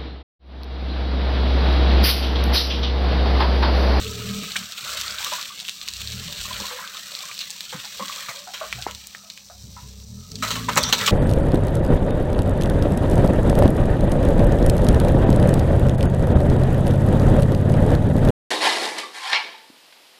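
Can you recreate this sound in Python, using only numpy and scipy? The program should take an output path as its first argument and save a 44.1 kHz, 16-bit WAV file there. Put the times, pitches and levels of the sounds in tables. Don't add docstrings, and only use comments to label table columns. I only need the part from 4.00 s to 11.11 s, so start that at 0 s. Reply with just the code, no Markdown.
import sys
import numpy as np
from scipy import signal
from scipy.fft import rfft, irfft
from scipy.io import wavfile
from scipy.ndimage import uniform_filter1d

SR = 44100
rng = np.random.default_rng(int(sys.argv[2]) if len(sys.argv) > 2 else 0)


def unload_audio(sound):
    columns = np.transpose(np.atleast_2d(sound))
    steps = np.round(np.clip(columns, -1, 1) * 32767)
    wavfile.write(sys.argv[1], SR, steps.astype(np.int16))


N = 313551
T = np.arange(N) / SR

# frequency_hz, level_db
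BACKGROUND_SPECTRUM = [(25, -8), (70, 1.5), (200, 9.5), (350, -11.5), (1000, -3), (3000, -35), (15000, -45)]
# frequency_hz, level_db
HISS_SPECTRUM = [(2000, -18), (3200, -25), (3800, 1.5), (4600, 0.5), (5400, 1.5), (5900, 6), (6400, -2.5),
                 (8200, -3.5), (10000, -9), (15500, -8)]
HISS_DB = -44.5

# time_s, speed_hz (turns a second)
CRANK_SPEED = [(0, 36.64), (.1, 35.98), (.25, 39.7), (.48, 39.95), (.92, 31.8), (1.1, 32.8), (1.3, 32.83),
               (1.8, 27.37), (2, 31.68), (2.16, 39.73), (2.33, 44.3), (2.47, 38.8), (2.7, 33.3),
               (4.55, 26.96), (4.95, 34.14), (5.55, 32.2), (5.7, 33.65), (5.93, 31.97), (6.05, 34.14),
               (6.17, 40.17), (6.42, 53.2), (6.53, 56.47), (6.74, 56.8), (6.9, 43.56), (7.11, 35.45)]
# start_s, length_s, note_db (firing note),
# throat_db (throaty pipe sound), third_over_note_db (third crank order), drone_db (clean pipe drone)
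THROTTLE_PUSHES = [(0, 0.11, -34.5, -32, -5.5, -37), (0.166, 0.14, -39, -34, 0, -39),
                   (0.294, 0.094, -49, -36, -4, -28), (.42, 0.053, -56, -38.5, -12, -60),
                   (0.6, 0.025, -53, -49, -4, -35), (0.938, 0.2, -47.5, -51, -9, -58),
                   (1.988, 0.14, -38.5, -49, -7.5, -59), (2.137, 0.083, -41, -41.5, -1, -36.5),
                   (2.29, .08, -60, -47.5, -5, -60), (2.458, 0.16, -47.5, -48.5, -5, -46),
                   (4.738, 0.21, -43, -52, -7.5, -57), (5.579, .21, -43, -51.5, -7, -53),
                   (5.838, 0.214, -39, -47, -11, -49), (6.109, 0.1, -42, -49.5, -2.5, -38),
                   (6.35, .14, -44.5, -43.5, -2, -41), (6.53, 0.26, -43, -41, 5, -33.5),
                   (6.798, 0.11, -48, -39, 3.5, -36), (7, .15, -55, -35, 4, -34.5)]
# pitch_hz, width_hz, level_db (at zero load_db and CRUISE_HZ),
# bite_db_per_db (gain for each dB of load), rev_db_per_octave (gain with engine speed)
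PIPE_RESONANCES = [(176, 9.5, -6.5, 0, -3), (201.4, 15.4, -5, 0, 0.5), (253.3, 11.6, -13.5, 0.53, 21.5),
                   (428.2, 36, -0.5, 0.43, -10.5), (575, 110, -23, -0.4, -11)]
# frequency_hz, level_db
BODY_RUMBLE = [(40, -12), (90, -4), (140, -7), (175, -1), (240, -19), (300, -21), (600, -30), (2000, -62)]
CRUISE_HZ = 35
IDLE_NOTE_DB, IDLE_THROAT_DB, IDLE_DRONE_DB = -73, -61, -60.5
REV_RISE_DB_PER_S, NOTE_FALL_DB_PER_S, THROAT_FALL_DB_PER_S = 137, 108, 167
NOTE_DB_PER_OCTAVE, THROAT_DB_PER_OCTAVE = 5, 17.5
BOOM_HZ, BOOM_WIDTH_HZ, BOOM_DB = 112.6, 31, 7.5
DRONE_HZ, DRONE_WIDTH_HZ, DRONE_SWELL_DB_PER_S = 201.5, 41, 328
GAS_SHARE = .3
RUMBLE_DB = -10

# start_s, length_s, level_db
WHINE_SPELLS = [(0, 0.61, -46), (5.18, 0.09, -56.5), (6.2, 0.16, -58)]
WHINE_HZ, WHINE_FADE_DB_PER_S = 1274, 160

# time_s, churn_db (reference for the crackle, spray and random bursts)
TYRE_CHURN = [(0, -37.5), (.55, -37.5), (.68, -41), (.83, -39.5), (.91, -33), (1.1, -36), (1.22, -36),
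              (1.3, -31.5), (1.41, -37), (1.56, -40.5), (1.85, -42.5), (1.97, -39), (2.25, -39),
              (2.5, -36.5), (2.66, -34), (2.86, -41), (3.08, -38), (3.3, -39), (3.8, -43.5), (4.15, -37),
              (4.45, -46), (4.6, -40.5), (4.87, -43), (4.97, -47.5), (5.18, -51.5), (5.26, -58),
              (5.38, -51), (5.45, -63), (5.8, -56), (5.88, -55), (6.08, -60.5), (6.38, -55), (6.5, -36.5),
              (6.65, -40), (6.75, -40), (6.88, -43), (6.97, -32), (7.11, -34)]
# start_s, length_s, slosh_db
WET_PATCHES = [(0, 0.85, -43), (.89, 0.52, -35.5), (2.02, 0.54, -45.5), (2.48, 0.35, -35),
               (2.85, 0.46, -41.5), (3.75, 0.23, -43.5), (4.04, 0.29, -37.5), (4.55, 0.32, -44),
               (6.46, 0.11, -32.5), (6.7, 0.19, -33), (7.01, 0.056, -27.5)]
# frequency_hz, level_db
SLOSH_SPECTRUM = [(150, -42), (350, -21), (600, -3), (850, -14), (1150, 9), (1700, 11), (2300, 6.5),
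                  (3500, 2)]
# frequency_hz, level_db
CRACKLE_SPECTRUM = [(900, -13.5), (1800, -6), (2500, 3), (3200, 4.5), (3900, 6), (4500, 4.5), (5200, -17.5),
                    (7000, -5), (10000, -11.5)]
# frequency_hz, level_db
SPRAY_SPECTRUM = [(2200, -57), (3200, -14), (4000, -8), (5200, 4), (5900, 5), (6500, -2), (8000, 0.5),
                  (10000, -9), (15500, -5.5)]
CRACKLE_DB, SPRAY_DB, DAMP_SLOSH_DB = 3, -1.5, -9.5
SLOSH_RISE_DB_PER_S, SLOSH_FALL_DB_PER_S = 446, 137

# start_s, ping_db, pitch_hz, tick_db (bright tick relative to the ping)
LOUD_SNAPS = [(.0662, -18, 2740, -14), (0.562, -10.5, 2270, -10), (0.722, -17, 3800, -4),
              (1.013, -14, 3430, 0), (1.0412, -27, 3700, -12), (1.228, -19.5, 2290, -12),
              (1.246, -9.5, 3500, -0.5), (1.336, -12, 5470, -18), (1.414, -15.5, 4600, -12),
              (1.4276, -16.5, 3620, -3), (1.5928, -19, 4130, -14), (1.601, -15, 3530, -8),
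              (1.6815, -14, 3700, -4), (1.6862, -11.5, 2860, -5), (1.6946, -12, 3870, -7),
              (1.8143, -14.5, 3730, -17), (1.8784, -16.5, 2800, -2), (1.8858, -9.5, 4300, -7),
              (1.937, -18, 4320, 0), (1.9674, -19, 4204, -5), (2.017, -15.5, 3460, -0.5),
              (2.0742, -12.5, 4050, -10), (2.1208, -17, 4180, -6), (2.282, -20, 3840, -14),
              (2.326, -16.5, 3870, -4), (2.4037, -19.5, 2710, -17), (2.5318, -16, 3430, -15),
              (2.6023, -12.5, 5370, -17), (2.876, -17.5, 3540, -12), (2.9465, -19, 3700, -5),
              (2.97, -16.5, 3490, -12), (3.19, -16, 4300, -19), (3.206, -18, 3710, -21),
              (3.314, -19.5, 2350, -16), (3.3784, -17, 3970, -7), (3.391, -12.5, 4300, -12),
              (3.4061, -13.5, 4030, -18), (3.505, -24, 4610, 9), (3.511, -19, 5700, -2),
              (3.6068, -13.5, 3900, -5), (3.7997, -17, 3415, -10), (4.727, -8.5, 2340, -12),
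              (4.8156, -22, 6490, -2), (4.8233, -13.5, 3850, -22), (4.9111, -21, 3160, 1),
              (4.949, -21, 3850, -1), (5.071, -24.5, 6600, 7), (5.149, -20, 1805, -9),
              (5.3008, -16, 4114, -12), (5.376, -23, 2829, -8), (6.3175, -22, 4800, -2),
              (6.356, -16, 4340, -10), (6.7333, -17.5, 3950, -18), (6.7578, -8.5, 6967, -14),
              (6.8313, -9.5, 5300, 4), (6.8365, -2.5, 4460, -11)]
SNAP_CYCLES = 1.76
TWIGS_PER_S, TWIG_OVER_CHURN_DB, TWIG_SPREAD_DB = 8.9, 15, 9.5
TWIG_HZ, TWIG_SPREAD_OCTAVES, TWIG_TICK_DB = 3980, 0.6, -29

# start_s, level_db, pitch_hz, fade_ms (time constant), sag (octaves a second)
RUT_THUMPS = [(.195, -28, 187, 17, 1), (.415, -30, 188, 22, 6.4), (.825, -42, 143, 19, 1.8),
              (2.25, -34.5, 175.3, 32, 4), (2.385, -37, 46, 50, 1), (2.44, -34.5, 83.9, 28, 1.04),
              (2.515, -36, 74, 29, 2), (2.54, -37, 42, 45, 1), (2.605, -39, 444, 24, 1),
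              (2.595, -38, 115.7, 23, 1), (2.6, -32.5, 206, 24, 1), (3.74, -30, 185, 24, 12.5),
              (4.003, -29.5, 204, 29, 2), (4.285, -39.5, 131, 14, 2), (4.742, -32.5, 125.4, 40, 0.95),
              (4.8655, -12, 820, 1.66, 2.4), (4.8656, -18.5, 394, 2.6, 2), (5.625, -34, 140.5, 67, 8.1),
              (5.81, -39.5, 141, 62, 2), (6.764, -20.5, 149, 17, 2), (6.8, -28, 85.5, 66, 8),
              (6.869, -28, 127.7, 27, 1), (6.92, -23.5, 250, 26, 1.2), (7.007, -26, 107, 32, 1.02)]

# start_s, level_db, pitch_hz (air pocket), fade_ms (time constant)
LOUD_SQUELCHES = [(0.558, -20.5, 1600, 7.2), (1.09, -46.5, 623, 81), (.863, -30.5, 1324, 37),
                  (1.066, -34, 1270, 22), (.95, -37, 575, 12), (1.203, -34, 1013, 31),
                  (1.265, -30, 1165, 22), (1.317, -27.5, 604, 13), (1.323, -23, 985, 15),
                  (1.384, -31, 1116, 10), (1.499, -36, 1170, 21), (2.28, -43.5, 580, 60),
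                  (2.452, -32.5, 1130, 13), (2.48, -41.5, 603, 55), (2.507, -29, 1017, 19),
                  (2.599, -37.5, 525, 48), (2.636, -32.5, 1010, 24), (2.709, -36, 518, 60),
                  (2.785, -31, 1002, 20), (2.948, -35.5, 1240, 20.4), (3.118, -44, 592, 24),
                  (3.234, -37.5, 1070, 25), (3.29, -38, 1180, 40), (3.727, -33, 515, 15),
                  (3.843, -38.5, 815, 14), (3.996, -28, 550, 16), (3.999, -25.5, 1078, 27),
                  (4.095, -29, 1128, 14), (4.162, -44, 513, 18), (4.285, -30.5, 1203, 22),
                  (4.29, -38.5, 660, 25), (4.344, -41.5, 570, 58), (4.472, -32, 735, 21),
                  (4.611, -25, 608, 25), (4.635, -30, 632, 22), (4.783, -37, 740, 23),
                  (5.235, -50, 655, 37), (5.499, -39.5, 694, 20.7), (5.764, -38.5, 955, 37.5),
                  (5.767, -43.5, 1321, 34), (6.424, -20, 1250, 21), (6.57, -32, 1115, 50),
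                  (6.685, -16, 969, 9.2), (6.775, -14.5, 590, 14), (6.927, -24, 895, 6.2),
                  (7.076, -20, 1115, 31)]
OVERTONE_EVEN_HZ, OVERTONE_DB_PER_OCTAVE = 500, -12.5
POCKETS_PER_S, POCKET_OVER_CHURN_DB, POCKET_SPREAD_DB = 8, -10, 3
POCKET_HZ, POCKET_SPREAD_OCTAVES, POCKET_FADE_MS = 952, .5, 18

# start_s, body_db (woody body), body_pitch (ratio to WOOD_MODES), splinter_db,
# splinter_pitch (ratio to SPLINTER_SPECTRUM), chip_db (fine chips), rise_ms, fade_ms (time constant)
STICK_CRUNCHES = [(0.562, -47, 1.16, -22.5, 0.825, -24.5, 2.3, 8), (3.4, -46, 1.2, -27.5, 1, -52, 6.8, 27),
                  (3.722, -33.5, 0.94, -37, 0.52, -48, 4, 26),
                  (4.282, -35.5, 0.96, -32, 0.61, -34.5, 4.8, 21),
                  (4.535, -35, 1.08, -28.5, 0.94, -40, 3.3, 18),
                  (4.872, -30, 1.02, -50, 0.99, -48, 3.5, 23), (6.422, -21, 1.1, -31, 0.79, -22.5, 3, 27),
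                  (6.472, -38, 1.03, -32, 1.06, -31, 5.2, 11),
                  (6.503, -24.5, 1.03, -21.5, 1.02, -24.5, 3.5, 15),
                  (6.553, -26, 1.02, -26, 0.82, -28.5, 2.1, 11),
                  (6.685, -16, 0.97, -41, 0.82, -26, 4.1, 12.1), (6.759, -16, 0.88, -42, 0.74, -40, 4, 13),
                  (6.771, -10, 1, -16.5, 0.66, -9, 4.1, 7.9), (6.887, -26, 0.81, -38, 0.93, -27, 2.2, 12.7),
                  (6.9245, -15.5, 0.83, -4.5, 1, -20, 2.1, 4.8),
                  (6.9305, -17.5, 1.02, -9.5, 1.03, -20, 1.8, 8.7),
                  (7.008, -23.5, 0.95, -29, .8, -31, 4.5, 12),
                  (7.06, -33, 1.24, -18.5, 0.86, -17, 1.1, 12.5),
                  (7.075, -17.5, 0.94, -11.5, 0.79, -25, 1.7, 11)]
# pitch_hz, width_hz, level_db
WOOD_MODES = [(580, 90, -2.5), (970, 74, -1.5), (1097, 110, -1), (1296, 85, 0.5), (1460, 450, -1.5),
              (1960, 1300, -1.5)]
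# frequency_hz, level_db
SPLINTER_SPECTRUM = [(800, -28), (1500, -5), (2100, -6.5), (2800, 8.5), (3400, 8), (4050, 12.5), (4600, 1),
                     (5200, -7), (6100, 4.5), (7000, -8), (8000, -18), (10000, -10)]
# frequency_hz, level_db
CHIP_SPECTRUM = [(2200, -26), (3200, -17), (4000, 5.5), (4900, -4.5), (5900, 5), (7400, 2), (8600, -2),
                 (10000, -5), (15500, -8)]
STICK_TONE_DB = 2.5

# start_s, length_s, level_db, pitch_hz,
# upper_db and body_db (upper mode and woody body, relative to the level)
STICK_SCRAPES = [(6.47, .11, -44, 4054, -1, 1), (6.79, 0.11, -32, 3450, 1.5, 1),
                 (6.947, 0.0675, -33, 3670, -14, 0), (7.015, 0.1, -33, 3420, -18, -2)]
SLIPS_PER_S, SCRAPE_WIDTH_HZ, UPPER_MODE_RATIO, SCRAPE_FADE_DB_PER_S = 3200, 770, 1.685, 1500
SCRAPE_GRIT_DB = -2

# frequency_hz, level_db
MIC_RESPONSE = [(20, -48), (40, -4.5), (60, -4.5), (7000, -2.5), (8400, -3), (9200, -12), (10500, -9.5),
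                (11500, -12.5), (12700, -5), (16000, -6.5)]
EDGE_HZ = 15950


def amp(db):
    return 10 ** (np.asarray(db) / 20)


def unit(x):
    return x / np.sqrt(np.mean(x ** 2) + 1e-20)


def noise(size=N):
    return rng.standard_normal(size)


def curves(rows):
    s, *columns = np.transpose(rows)
    return [np.interp(T, s, c) for c in columns]


def add(mix, s, sound):
    part = mix[max(round(s * SR), 0):][:len(sound)]
    part += sound[:len(part)]


def colour(x, points):
    f, db = np.transpose(points)
    hz = np.fft.rfftfreq(len(x), 1 / SR)
    gain = amp(np.interp(np.log(hz + 1), np.log(f), db))
    return irfft(rfft(x) * gain, len(x))


def ring(x, hz, width_hz):
    q = hz / min(width_hz, SR / 4)
    return signal.lfilter(*signal.iirpeak(min(hz, SR / 3), q, SR), x)


def ring_twice(x, hz, width_hz, second_width_hz):
    return ring(ring(x, hz, width_hz), hz, second_width_hz)


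def drift(rate_hz):
    hz = np.fft.rfftfreq(N, 1 / SR)
    return unit(irfft(rfft(noise()) * np.exp(-(hz / rate_hz) ** 2), N))


def clicks(per_s, spread_db, size=N):
    chance = rng.random(size)
    sign = rng.choice([-1, 1], size)
    height = np.minimum(rng.exponential(1, size), 4)
    return (chance < per_s / SR) * sign * amp(spread_db * height)


def burst(t, rise_ms, fade_ms):
    ms = t * 1000
    shape = (1 - np.exp(-(ms / rise_ms) ** 2)) * np.exp(-ms / fade_ms)
    return shape / shape.max()


def swells(rows, rise_db_per_s, fall_db_per_s):
    levels = []
    for s, length, db in rows:
        before_db = rise_db_per_s * np.maximum(s - T, 0)
        after_db = fall_db_per_s * np.maximum(T - s - length, 0)
        levels.append(db - before_db - after_db)
    return np.max(levels, axis=0)


def scattered(per_s, over_churn_db, spread_db, hz, spread_octaves):
    times, sizes, pitches = rng.random((round(per_s * N / SR), 3)).T
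    s = times * N / SR
    churn_db = np.interp(s, *np.transpose(TYRE_CHURN))
    db = churn_db + over_churn_db + spread_db * (2 * sizes - 1)
    return list(zip(s, db, hz * 2 ** (spread_octaves * (2 * pitches - 1))))


def background():
    return amp(-58.5) * unit(colour(noise(), BACKGROUND_SPECTRUM))


def undergrowth_hiss():
    grains = clicks(per_s=7000, spread_db=4.5)
    return amp(HISS_DB + 0.99 * drift(14.0)) * unit(colour(grains, HISS_SPECTRUM))


def engine():
    speed_hz = curves(CRANK_SPEED)[0] * (1 + 0.004 * drift(12.0))
    octaves = np.log2(speed_hz / CRUISE_HZ)
    turns = np.cumsum(speed_hz) / SR
    start, length, note, throat, third, drone = np.transpose(THROTTLE_PUSHES)

    def push(db, fall, rise=REV_RISE_DB_PER_S):
        return swells(zip(start, length, db), rise, fall)

    def order(k, waver):
        tone = np.sqrt(2) * np.sin(2 * np.pi * (k * turns + rng.random()))
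        return tone * (1 + waver * drift(17))

    def near(k, hz, width_hz):
        return 1 / (1 + (2 * (k * speed_hz - hz) / width_hz) ** 2)

    def boom(k):
        return amp(BOOM_DB * near(k, BOOM_HZ, BOOM_WIDTH_HZ))

    def pipe(x, hz, width_hz):
        return unit(ring_twice(x, hz, width_hz, 1.76 * width_hz))

    note_db = push(note, NOTE_FALL_DB_PER_S) + NOTE_DB_PER_OCTAVE * octaves
    note_db = np.maximum(note_db, IDLE_NOTE_DB)
    third_db = push(note + third, THROAT_FALL_DB_PER_S) + NOTE_DB_PER_OCTAVE * octaves
    throat_db = push(throat, THROAT_FALL_DB_PER_S) + THROAT_DB_PER_OCTAVE * octaves
    throat_db = np.maximum(throat_db, IDLE_THROAT_DB)
    drone_db = push(drone, DRONE_SWELL_DB_PER_S, DRONE_SWELL_DB_PER_S)
    drone_db = np.maximum(drone_db, IDLE_DRONE_DB)

    radiated = 1 / np.sqrt(1 + (50 / speed_hz) ** 8)
    low_orders = amp(1.5) * radiated * order(1, .1) + boom(2) * order(2, .15)
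    hum = amp(note_db) * low_orders + amp(third_db) * boom(3) * order(3, .18)
    song = sum(order(k, .22) * near(k, DRONE_HZ, DRONE_WIDTH_HZ) for k in range(4, 8))

    firing = unit(sum(order(k, .22) + .3 * order(k + .5, .5) for k in range(4, 18)))
    puffs = noise() * (1 + 0.73 * np.cos(4 * np.pi * turns))
    load_db = throat_db + 25.0
    growl = np.zeros(N)
    for hz, width_hz, db, bite, rev in PIPE_RESONANCES:
        level_db = db + bite * load_db + rev * octaves + 2 * drift(18.0)
        growl += amp(level_db) * (pipe(firing, hz, width_hz) + GAS_SHARE * pipe(puffs, hz, width_hz))
    rumble = amp(RUMBLE_DB + 6.2 * drift(9.5)) * unit(colour(puffs, BODY_RUMBLE))
    return hum + amp(drone_db) * song + amp(throat_db) * (amp(-2) * growl + rumble)


def whine():
    level_db = swells(WHINE_SPELLS, WHINE_FADE_DB_PER_S, WHINE_FADE_DB_PER_S)
    return amp(level_db) * unit(ring_twice(noise(), WHINE_HZ, 55, 95))


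def bubbles(per_s, spread_db, cycles, glide, count=24):
    out = np.zeros(N)
    t = np.arange(2048) / SR
    for hz in np.geomspace(450, 2600, count):
        age = t * hz / cycles
        bubble = age * np.exp(-age) * np.sin(2 * np.pi * hz * t * (1 + glide * age))
        out += signal.oaconvolve(clicks(per_s / count, spread_db), bubble)[:N]
    return unit(out)


def flicker(x, patchy_db, top_hz, order=5):
    hz, _, z = signal.stft(x, SR, nperseg=1024, noverlap=768)
    field = rng.standard_normal(z.shape)
    for _ in range(2):
        field = uniform_filter1d(field, size=3, axis=0)
        field = uniform_filter1d(field, size=2 * order + 1, axis=1)
    depth_db = patchy_db / (1 + (hz[:, None] / top_hz) ** 3)
    gain = amp(depth_db * np.clip(unit(field), -2, 2))
    gain /= np.sqrt(np.mean(gain ** 2, axis=1, keepdims=True))
    return signal.istft(z * gain, nperseg=1024, noverlap=768)[1][:N]


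def tyres():
    churn_db = curves(TYRE_CHURN)[0] + 1.0 * drift(2.44)
    wading_db = swells(WET_PATCHES, SLOSH_RISE_DB_PER_S, SLOSH_FALL_DB_PER_S)
    slosh_db = np.maximum(wading_db, churn_db + DAMP_SLOSH_DB) + 1.8 * drift(27)
    crackle_db = churn_db + CRACKLE_DB + 1.93 * drift(60)
    spray_db = churn_db + SPRAY_DB + 2.1 * drift(56)

    pops = unit(clicks(per_s=1100, spread_db=3.0))
    sticky_pops = pops + unit(clicks(per_s=6000, spread_db=-1.0))
    fine_pops = 0.84 * pops + unit(clicks(per_s=5900, spread_db=-1.0))
    froth = bubbles(per_s=2600, spread_db=2, cycles=2.5, glide=.004)

    mud = amp(slosh_db) * unit(colour(froth + 1.04 * noise(), SLOSH_SPECTRUM))
    mud += amp(crackle_db) * unit(colour(sticky_pops, CRACKLE_SPECTRUM))
    mud += amp(spray_db) * unit(colour(fine_pops, SPRAY_SPECTRUM))
    return flicker(amp(.8 * drift(45)) * mud, patchy_db=3.8, top_hz=2900)


def snap(hz, tick_db):
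    t = np.arange(2048) / SR
    ring_ms = 1000 * SNAP_CYCLES / hz
    ping = burst(t, .25, ring_ms) * np.sin(2 * np.pi * hz * t)
    tick = unit(colour(noise(len(t)), [(2000, -25), (6000, 6), (15000, -2)])) * burst(t, .09, .4)
    grit = unit(ring_twice(noise(len(t)), hz, 0.73 * hz, 2 * hz)) * burst(t, 0.12, 5.5)
    return ping + amp(tick_db) * tick + amp(-14.0) * grit


def snaps():
    out = np.zeros(N)
    for s, db, hz, tick_db in LOUD_SNAPS:
        add(out, s, amp(db) * snap(hz, tick_db))
    for s, db, hz in scattered(TWIGS_PER_S, TWIG_OVER_CHURN_DB, TWIG_SPREAD_DB,
                               TWIG_HZ, TWIG_SPREAD_OCTAVES):
        add(out, s, amp(db) * snap(hz, TWIG_TICK_DB))
    return out


def thumps():
    out = np.zeros(N)
    t = np.arange(SR // 2) / SR
    for s, db, hz, fade_ms, sag in RUT_THUMPS:
        rumble = unit(ring_twice(noise(len(t)), hz, .5 * hz, 0.81 * hz))
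        boom = np.sin(2 * np.pi * np.cumsum(hz * 2 ** (-sag * t)) / SR)
        add(out, s, amp(db) * (boom + .45 * rumble) * burst(t, .3 * fade_ms, fade_ms))
    return out


def squelch(hz, fade_ms, overtone_ratio=1.826, glide=0.312):
    t = np.arange(SR // 4) / SR
    froth = clicks(per_s=4300, spread_db=-1.0, size=len(t))
    upper_hz = overtone_ratio * hz
    overtone_db = OVERTONE_DB_PER_OCTAVE * np.log2(hz / OVERTONE_EVEN_HZ)
    puff = burst(t, 2.2, fade_ms)
    pocket = unit(puff * ring_twice(froth, hz, 0.05 * hz, 0.5 * hz))
    overtone = unit(puff * ring_twice(froth, upper_hz, 0.32 * upper_hz, 0.33 * upper_hz))
    read_s = t * (1 + glide * (t - fade_ms / 1000))
    wet = np.interp(read_s, t, pocket + amp(overtone_db) * overtone)
    return np.sqrt(np.mean(puff ** 2)) * wet


def squelches():
    out = np.zeros(N)
    for s, db, hz, fade_ms in LOUD_SQUELCHES:
        add(out, s - .002, amp(db) * squelch(hz, fade_ms))
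    for s, db, hz in scattered(POCKETS_PER_S, POCKET_OVER_CHURN_DB, POCKET_SPREAD_DB,
                               POCKET_HZ, POCKET_SPREAD_OCTAVES):
        add(out, s, amp(db) * squelch(hz, POCKET_FADE_MS))
    return out


def wood(x, pitch=1):
    modes = [amp(db) * unit(ring_twice(x, pitch * hz, w, 6 * w)) for hz, w, db in WOOD_MODES]
    return unit(sum(modes))


def crunches():
    out = np.zeros(N)
    t = np.arange(SR // 4) / SR
    tones_hz = np.arange(1500, 16000, 170)
    for s, body_db, body_pitch, splinter_db, splinter_pitch, chip_db, rise_ms, fade_ms in STICK_CRUNCHES:
        fibres = clicks(per_s=6400, spread_db=4.0, size=len(t))
        volley = burst(t, rise_ms, fade_ms)
        body = wood(fibres * volley, body_pitch) * np.sqrt(np.mean(volley ** 2))
        stick = colour(fibres, np.c_[tones_hz, STICK_TONE_DB * noise(len(tones_hz))])
        splinter_points = [(splinter_pitch * hz, db) for hz, db in SPLINTER_SPECTRUM]
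        splinters = amp(splinter_db) * unit(colour(stick, splinter_points))
        chips = amp(chip_db) * unit(colour(stick, CHIP_SPECTRUM))
        add(out, s, amp(body_db) * body + (splinters + chips) * volley)
    return out


def scrapes():
    out = np.zeros(N)
    for s, length, db, hz, upper_db, body_db in STICK_SCRAPES:
        slips = clicks(SLIPS_PER_S, spread_db=1.5) * amp(1.5 * drift(110))

        def mode(f):
            return unit(ring_twice(slips, f, SCRAPE_WIDTH_HZ, SCRAPE_WIDTH_HZ))

        stroke = amp(swells([(s, length, db)], SCRAPE_FADE_DB_PER_S, SCRAPE_FADE_DB_PER_S))
        stick = mode(hz) + amp(upper_db) * mode(UPPER_MODE_RATIO * hz)
        body = amp(body_db) * wood(slips)
        grit = amp(SCRAPE_GRIT_DB) * unit(colour(slips, SPLINTER_SPECTRUM))
        out += stroke * (stick + body + grit)
    return out


def forest(x, t60=0.16, wet_db=-13):
    t = np.arange(SR // 2) / SR
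    echoes = clicks(per_s=2800, spread_db=0.5, size=len(t))
    taps = colour(echoes, [(100, 23), (900, 8.5), (3800, 7.0), (6000, 5.0), (15000, 2)])
    tail = taps * np.exp(-np.log(1000) * t / t60) * (1 - np.exp(-t / 0.00072))
    return x + amp(wet_db) * signal.fftconvolve(x, tail / np.linalg.norm(tail))[:N]


def scene():
    place = background() + undergrowth_hiss()
    car = engine() + whine() + tyres() + thumps()
    ground = forest(snaps(), wet_db=-12.5) + forest(squelches() + crunches() + scrapes())
    return (place + car + ground)[None]


def record(dry):
    heard = np.clip(colour(dry[0], MIC_RESPONSE), -1, 1)
    band = signal.firwin(511, EDGE_HZ, window=("kaiser", 9), fs=SR)
    return signal.oaconvolve(heard, band, "same")[None]


dry = scene()
out = record(dry)
unload_audio(out)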